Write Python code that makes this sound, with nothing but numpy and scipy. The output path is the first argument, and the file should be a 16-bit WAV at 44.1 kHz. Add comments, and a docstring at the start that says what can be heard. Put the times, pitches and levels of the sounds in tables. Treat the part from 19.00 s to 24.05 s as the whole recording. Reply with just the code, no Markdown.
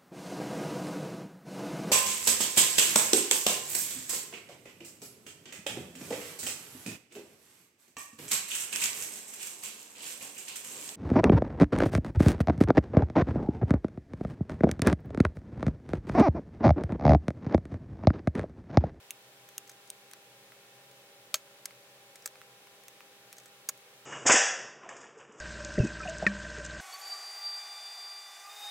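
"""Small metal pans are lifted from a magnetic palette and set down by hand, close by in a furnished room.
From the start, over low room rumble, microphone hiss and a faint electrical hum, each landing pan
chatters for milliseconds as the magnet pulls it flat and damps it; ticks, nudges and fingertip taps fall
in between. After 1 s a far whine begins to climb. At 2.3 s one pan lands hard and rings on briefly.
The whine runs down and is gone by 3.7 s, and the last pan snaps flat at 4.7 s."""
import sys
import numpy as np
from scipy import signal
from scipy.fft import rfft, irfft
from scipy.io import wavfile

SR = 44100
rng = np.random.default_rng(int(sys.argv[2]) if len(sys.argv) > 2 else 0)


def pcm_store(signal):
    """Save signal as 16-bit PCM."""
    levels = np.round(np.clip(np.atleast_2d(signal), -1, 1) * 32767)
    wavfile.write(sys.argv[1], SR, levels.astype(np.int16).T)


N = 222922

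# spectral density of the background noise: f/Hz, relative level/dB
NOISE_SPECTRUM = [(20, -20), (45, -27.5), (88, -20.5), (115, -8), (175, -6.5), (235, -11.5), (300, -4),
                  (380, -6), (490, -4), (700, -5), (950, -6.5), (3400, -8.5), (4700, -12.5), (16000, -18)]
# stereo width of the background noise: f/Hz, side minus mid/dB
NOISE_WIDTH = [(30, -16), (120, -35), (480, -36), (700, -13), (1000, -6), (1500, -1), (2500, 2), (14000, 2)]
# low resonances in the background noise: f/Hz, bandwidth/Hz, rms level/dB
NOISE_RESONANCES = [(126.4, 14, -76), (527.5, 128, -69)]
# electrical hum, harmonics of 200 Hz: f/Hz, rms level/dB
HUM_HARMONICS = [(200, -78), (400, -71.5), (800, -69.5), (1000, -80), (1400, -79.5), (1600, -81),
                 (1800, -78.5), (2200, -78.5), (2400, -84.5), (2600, -80), (3800, -82.5)]
# spectrum of the reverberation: f/Hz, relative level/dB
REVERB_SPECTRUM = [(300, -34), (1000, -12), (2500, 19), (6000, -2), (16000, 13)]
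# normal modes of a free pan: f/Hz, relative level/dB, T60/s
FREE_PAN_MODES = [(2325, -22, .045), (3232, -11, .034), (3689, -9, .035), (4020, -12, .03),
                  (4390, -10, .02), (4980, -13, .03), (5710, -8, .018), (6432, -7, .072), (7300, -6, .032),
                  (7835, -11, .04), (9000, -10, .025), (11770, -14, .05), (12600, -3, .016),
                  (15350, -12, .018)]
# normal modes of the palette's board: f/Hz, relative level/dB, T60/s
PALETTE_MODES = [(462, -17, 0.033), (611, 0.5, 0.035), (804, -1.5, 0.014), (1186, -8, 0.019),
                 (1337, 5.5, 0.021), (1580, 2, 0.017)]
# limits of a contact's four bands, called body, rim, main (5-9 kHz) and edge: f/Hz
BAND_LIMITS = [1000, 2500, 5000, 9000, 16500]
# a dip near 5 kHz that softens quick clicks: lower f/Hz, upper f/Hz
CLICK_DIP = (4500, 5300)
# a fingertip knocks on the palette: t/s, body level/dB
FINGER_TAPS = [(1.5203, -56), (2.475, -64), (2.708, -57), (3.3557, -57), (3.4156, -52), (3.671, -59.5),
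               (4.0059, -53.5)]
# a pan is pushed along the sheet: t/s, main level of the middle slip/dB, main f/Hz
PAN_NUDGES = [(0.6938, -49, 6200), (0.874, -62, 10500), (3.222, -59, 5200), (4.382, -51, 6340),
              (4.457, -55.5, 7960)]
# a pan touches a neighbour or rebounds: t/s, main level/dB, chatter time/s
PAN_TICKS = [(0.4893, -56, 0.00026), (1.1135, -56, 0.00049), (1.9132, -63.5, 0.00055),
             (2.3554, -45, 0.00088), (3.1558, -53, 0.0037), (3.2753, -48, 0.0006), (3.8364, -63.5, .0008),
             (3.8827, -51, 0.00069), (4.3281, -51, 0.00041), (4.776, -63, 0.00033)]
# a pan snaps onto the magnet:
# t/s, main level/dB, body re main/dB, rim re main/dB, main f/Hz, hollow f/Hz, chatter time/s
PAN_LANDINGS = [(0.107, -39, -8, -4.5, 6270, 2800, 0.00044), (0.5799, -37, -15.5, -8, 6960, 2820, 0.001),
                (0.9016, -41, -34, -8, 8600, 3830, 0.0014), (1.1348, -50.5, -3, -2.5, 6100, 1890, 0.00068),
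                (2.3416, -26.5, -10, -1.5, 7240, 4470, 0.0032),
                (2.656, -37.5, -13.5, -7, 5160, 1620, .0016),
                (3.2582, -34.5, -13.5, -12, 7600, 1190, 0.00363),
                (4.6883, -29, -17, -12, 6780, 1090, 0.0038)]

SLOW_LANDING_S = .003   # chatter time from which a landing counts as slow


def from_db(db):
    """Amplitude ratio: a factor of ten for every 20 dB."""
    return 10 ** (np.asarray(db) / 20)


def unit_rms(x):
    """Normalisation to unit mean power."""
    return x / np.sqrt(np.mean(x ** 2) + 1e-30)


def at_level(x, db):
    """Normalisation of a transient to the given rms level over its first 10 ms."""
    return from_db(db) * x / np.sqrt(np.mean(x[:SR // 100] ** 2) + 1e-30)


def level_at(spectrum, hz):
    """Interpolation of a spectrum on a logarithmic frequency axis."""
    points = np.array(spectrum)
    return np.interp(np.log(np.maximum(hz, 1)), np.log(points[:, 0]), points[:, 1])


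def coloured_noise(shape, db_at):
    """Spectral shaping: white noise is weighted by db_at(f/Hz)."""
    white = rng.standard_normal(shape)
    size = white.shape[-1]
    return irfft(rfft(white) * from_db(db_at(np.fft.rfftfreq(size, 1 / SR))), size)


def band(x, low_hz, high_hz, order):
    """Causal band-pass filtering."""
    return signal.sosfilt(signal.butter(order, [low_hz, high_hz], "band", fs=SR, output="sos"), x)


def resonator(force, hz, t60):
    """Damped harmonic oscillator: its impulse response is a decaying cosine of height 1."""
    r, w = from_db(-60 / (t60 * SR)), 2 * np.pi * hz / SR
    return signal.lfilter([1, -r * np.cos(w)], [1, -2 * r * np.cos(w), r * r], force + 1e-18)


def background_noise(mid_db=-60.5):
    """Stationary noise: coherent low room rumble in the centre, wide microphone hiss above 1 kHz."""
    mid = coloured_noise(N, lambda hz: level_at(NOISE_SPECTRUM, hz))
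    side = coloured_noise(N, lambda hz: level_at(NOISE_SPECTRUM, hz) + level_at(NOISE_WIDTH, hz))
    out = from_db(mid_db) * (mid + side * [[1], [-1]]) / np.std(mid)
    for hz, width_hz, db in NOISE_RESONANCES:
        drone = band(rng.standard_normal(N), hz - width_hz / 2, hz + width_hz / 2, order=2)
        out += from_db(db) * unit_rms(drone)
    return out


def electrical_hum(waver=.11):
    """A harmonic series, each partial under slow random amplitude modulation."""
    t, out = np.arange(N) / SR, 0
    for hz, db in HUM_HARMONICS:
        drift = unit_rms(coloured_noise(N, lambda f: -40 * np.log10(1 + f / 4)))
        partial = np.sqrt(2) * np.sin(2 * np.pi * (hz * t + rng.random()))
        out += from_db(db) * (1 + waver * drift) * partial
    return out


def far_whine(start_s=1.15, top_s=3.02, end_s=3.69, fade_s=.28, top_hz=572, db=-69.5):
    """A gliding pure tone: its phase is the integral of a frequency that climbs, then runs down."""
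    t = np.arange(N) / SR
    hz = top_hz - np.maximum(12 * (top_s - t), 160 * (t - top_s))   # slopes in Hz/s
    swell = np.clip(np.minimum(t - start_s, end_s - t) / fade_s, 0, 1)
    return np.sqrt(2) * from_db(db) * swell * np.sin(2 * np.pi * np.cumsum(hz) / SR)


def reverberation(x, wet_db=-21, t60=.063, first_echo_s=.0036):
    """Absorption by soft furnishings leaves a short, weak exponential tail, different on each side."""
    t = np.arange(SR // 4) / SR
    tail = coloured_noise((2, len(t)), lambda hz: level_at(REVERB_SPECTRUM, hz))
    tail *= from_db(-60 * t / t60) * (t > first_echo_s)
    tail /= np.sqrt(np.sum(tail ** 2) / 2)
    return from_db(wet_db) * signal.fftconvolve(x[None], tail, axes=1)[:, :N]


def chatter(chatter_s, slowness, freedom, touches_per_s=3000, grit=.1):
    """Repeated impact: the force as a pan's rim touches, snaps flat and settles in weakening touches."""
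    size = SR // 8
    t = np.arange(size) / SR
    touches = (rng.random(size) < touches_per_s / SR) * rng.choice([-1, 1], size)
    touches = touches * rng.uniform(.3, .8, size)
    envelope = np.exp(-t / chatter_s) * (1 - np.exp(-t / (.2 * chatter_s)))
    force = (touches + grit * rng.standard_normal(size)) * envelope
    buzz_s = .0035 + .012 * freedom   # a loose pan buzzes longer against the sheet
    force += from_db(-33) * rng.standard_normal(size) * np.exp(-t / buzz_s)
    # a slow landing starts with a light touch and snaps flat a moment later
    force[0] += .45 * (1 - .7 * slowness)
    snap = signal.unit_impulse(size, round(.3 * chatter_s * SR))
    return force + slowness * (.3 + .8 * freedom) * snap, snap


def board_vibration(force, blow_db, heavy_db=-38):
    """Forced vibration: a heavy blow bends the board and favours its lowest modes."""
    tilt_db_per_octave = .38 * np.clip(blow_db - heavy_db, -3, 5)
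    modes = sum(from_db(db + tilt_db_per_octave * np.log2(1000 / hz)) * resonator(force, hz, t60)
                for hz, db, t60 in PALETTE_MODES)
    return band(modes, 400, 2400, order=2)


def pan_vibration(force, snap, freedom, main_hz, hollow_hz, hollow_gain):
    """Modal superposition: the magnet's damping shortens the free modes as freedom falls from 1 to 0."""
    strike = (1 - freedom) * force + freedom * 2.26 * snap   # the snap is what rings a loose pan
    modes = sum(from_db(db) * resonator(strike, hz, t60 * freedom) for hz, db, t60 in FREE_PAN_MODES)
    # pressed against the sheet, a pan keeps a main resonance and a hollow pair below it
    main = resonator(force, main_hz, t60=.0059)
    hollow = resonator(force, hollow_hz, t60=.01) + resonator(force, 1.24 * hollow_hz, t60=.01)
    return force + .23 * main + hollow_gain * hollow + from_db(-18) * modes


def contact(main_db, body_db, rim_db, edge_db, main_hz, hollow_hz, chatter_s,
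            freedom=.2, hollow_gain=.11):
    """Impact excitation: one force drives pan and board. Body, rim and edge are relative to main_db."""
    slowness = min(chatter_s / SLOW_LANDING_S, 1)
    force, snap = chatter(chatter_s, slowness, freedom)
    pan = pan_vibration(force, snap, freedom, main_hz, hollow_hz, hollow_gain)
    pan -= (1 - slowness) * band(pan, *CLICK_DIP, order=1)   # softens quick clicks near 5 kHz
    levels_db = main_db + np.array([body_db, rim_db, 0, edge_db])
    click = sum(at_level(band(pan, low, high, order=3), db)
                for low, high, db in zip(BAND_LIMITS, BAND_LIMITS[1:], levels_db))
    blow_db = main_db + body_db
    board = at_level(board_vibration(force, blow_db), blow_db - 1)
    return click + slowness * board   # a slowly settling pan pushes the board harder


def edge_level(chatter_s, quick_s=.0005):
    """Longer contact gives a duller spectrum: the edge band loses 1.5 dB per doubling of chatter time."""
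    return -1.5 - 1.5 * np.log2(chatter_s / quick_s)


def finger_taps():
    """Soft impact: a fingertip gives a dull tap, strongest at 1-2.5 kHz, without the hollow pair."""
    for s, db in FINGER_TAPS:
        yield s, contact(db - 15, body_db=15, rim_db=9, edge_db=4,
                         main_hz=5040, hollow_hz=1470, chatter_s=.0007, hollow_gain=0)


def pan_nudges(gap_s=.02, unevenness=.25, outer_loss_db=8.5):
    """Stick-slip friction: a pushed pan slips three times, most strongly in the middle."""
    for s, db, main_hz in PAN_NUDGES:
        for slip in (-1, 0, 1):
            offset_s = slip * gap_s * (1 + unevenness * rng.uniform(-.89, 1))
            yield s + offset_s, contact(db - abs(slip) * outer_loss_db, body_db=-11.5, rim_db=-9,
                                        edge_db=-8, main_hz=main_hz, hollow_hz=1420, chatter_s=.00406)


def pan_ticks(pitch_spread=.14):
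    """Light impacts of metal on metal, each exciting resonances of slightly different pitch."""
    detunings = np.exp(pitch_spread * rng.standard_normal((len(PAN_TICKS), 2)))
    for (s, db, chatter_s), (main, hollow) in zip(PAN_TICKS, detunings):
        yield s, contact(db, body_db=-7, rim_db=-5, edge_db=edge_level(chatter_s),
                         main_hz=6660 * main, hollow_hz=1660 * hollow, chatter_s=chatter_s)


def pan_landings(held_freedom=.073, loose_db=-37.5, steepness=2.5):
    """Contact damping: the magnet pulls each pan flat; only a heavy blow leaves one free to ring."""
    for s, db, body_db, rim_db, main_hz, hollow_hz, chatter_s in PAN_LANDINGS:
        freedom = min(held_freedom + from_db(steepness * (db + body_db - loose_db)), 1)
        yield s, contact(db, body_db, rim_db, edge_level(chatter_s), main_hz, hollow_hz, chatter_s,
                         freedom)


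def scene():
    """Superposition: direct sound from straight ahead, its reverberation and the background."""
    direct = np.zeros(N + SR)
    for s, hit in (*pan_landings(), *pan_ticks(), *finger_taps(), *pan_nudges()):
        start = round(s * SR)
        direct[start:start + len(hit)] += hit
    direct = direct[:N]
    return direct + reverberation(direct) + background_noise() + electrical_hum() + far_whine()


def record(dry, asymmetry=.015, cutoff_hz=16000):
    """Quadratic distortion: the microphone answers peaks a little unevenly; a steep low-pass follows."""
    low_pass = signal.ellip(8, .1, 70, cutoff_hz, fs=SR, output="sos")
    return signal.sosfilt(low_pass, dry + asymmetry * dry ** 2)


dry = scene()
out = record(dry)
pcm_store(out)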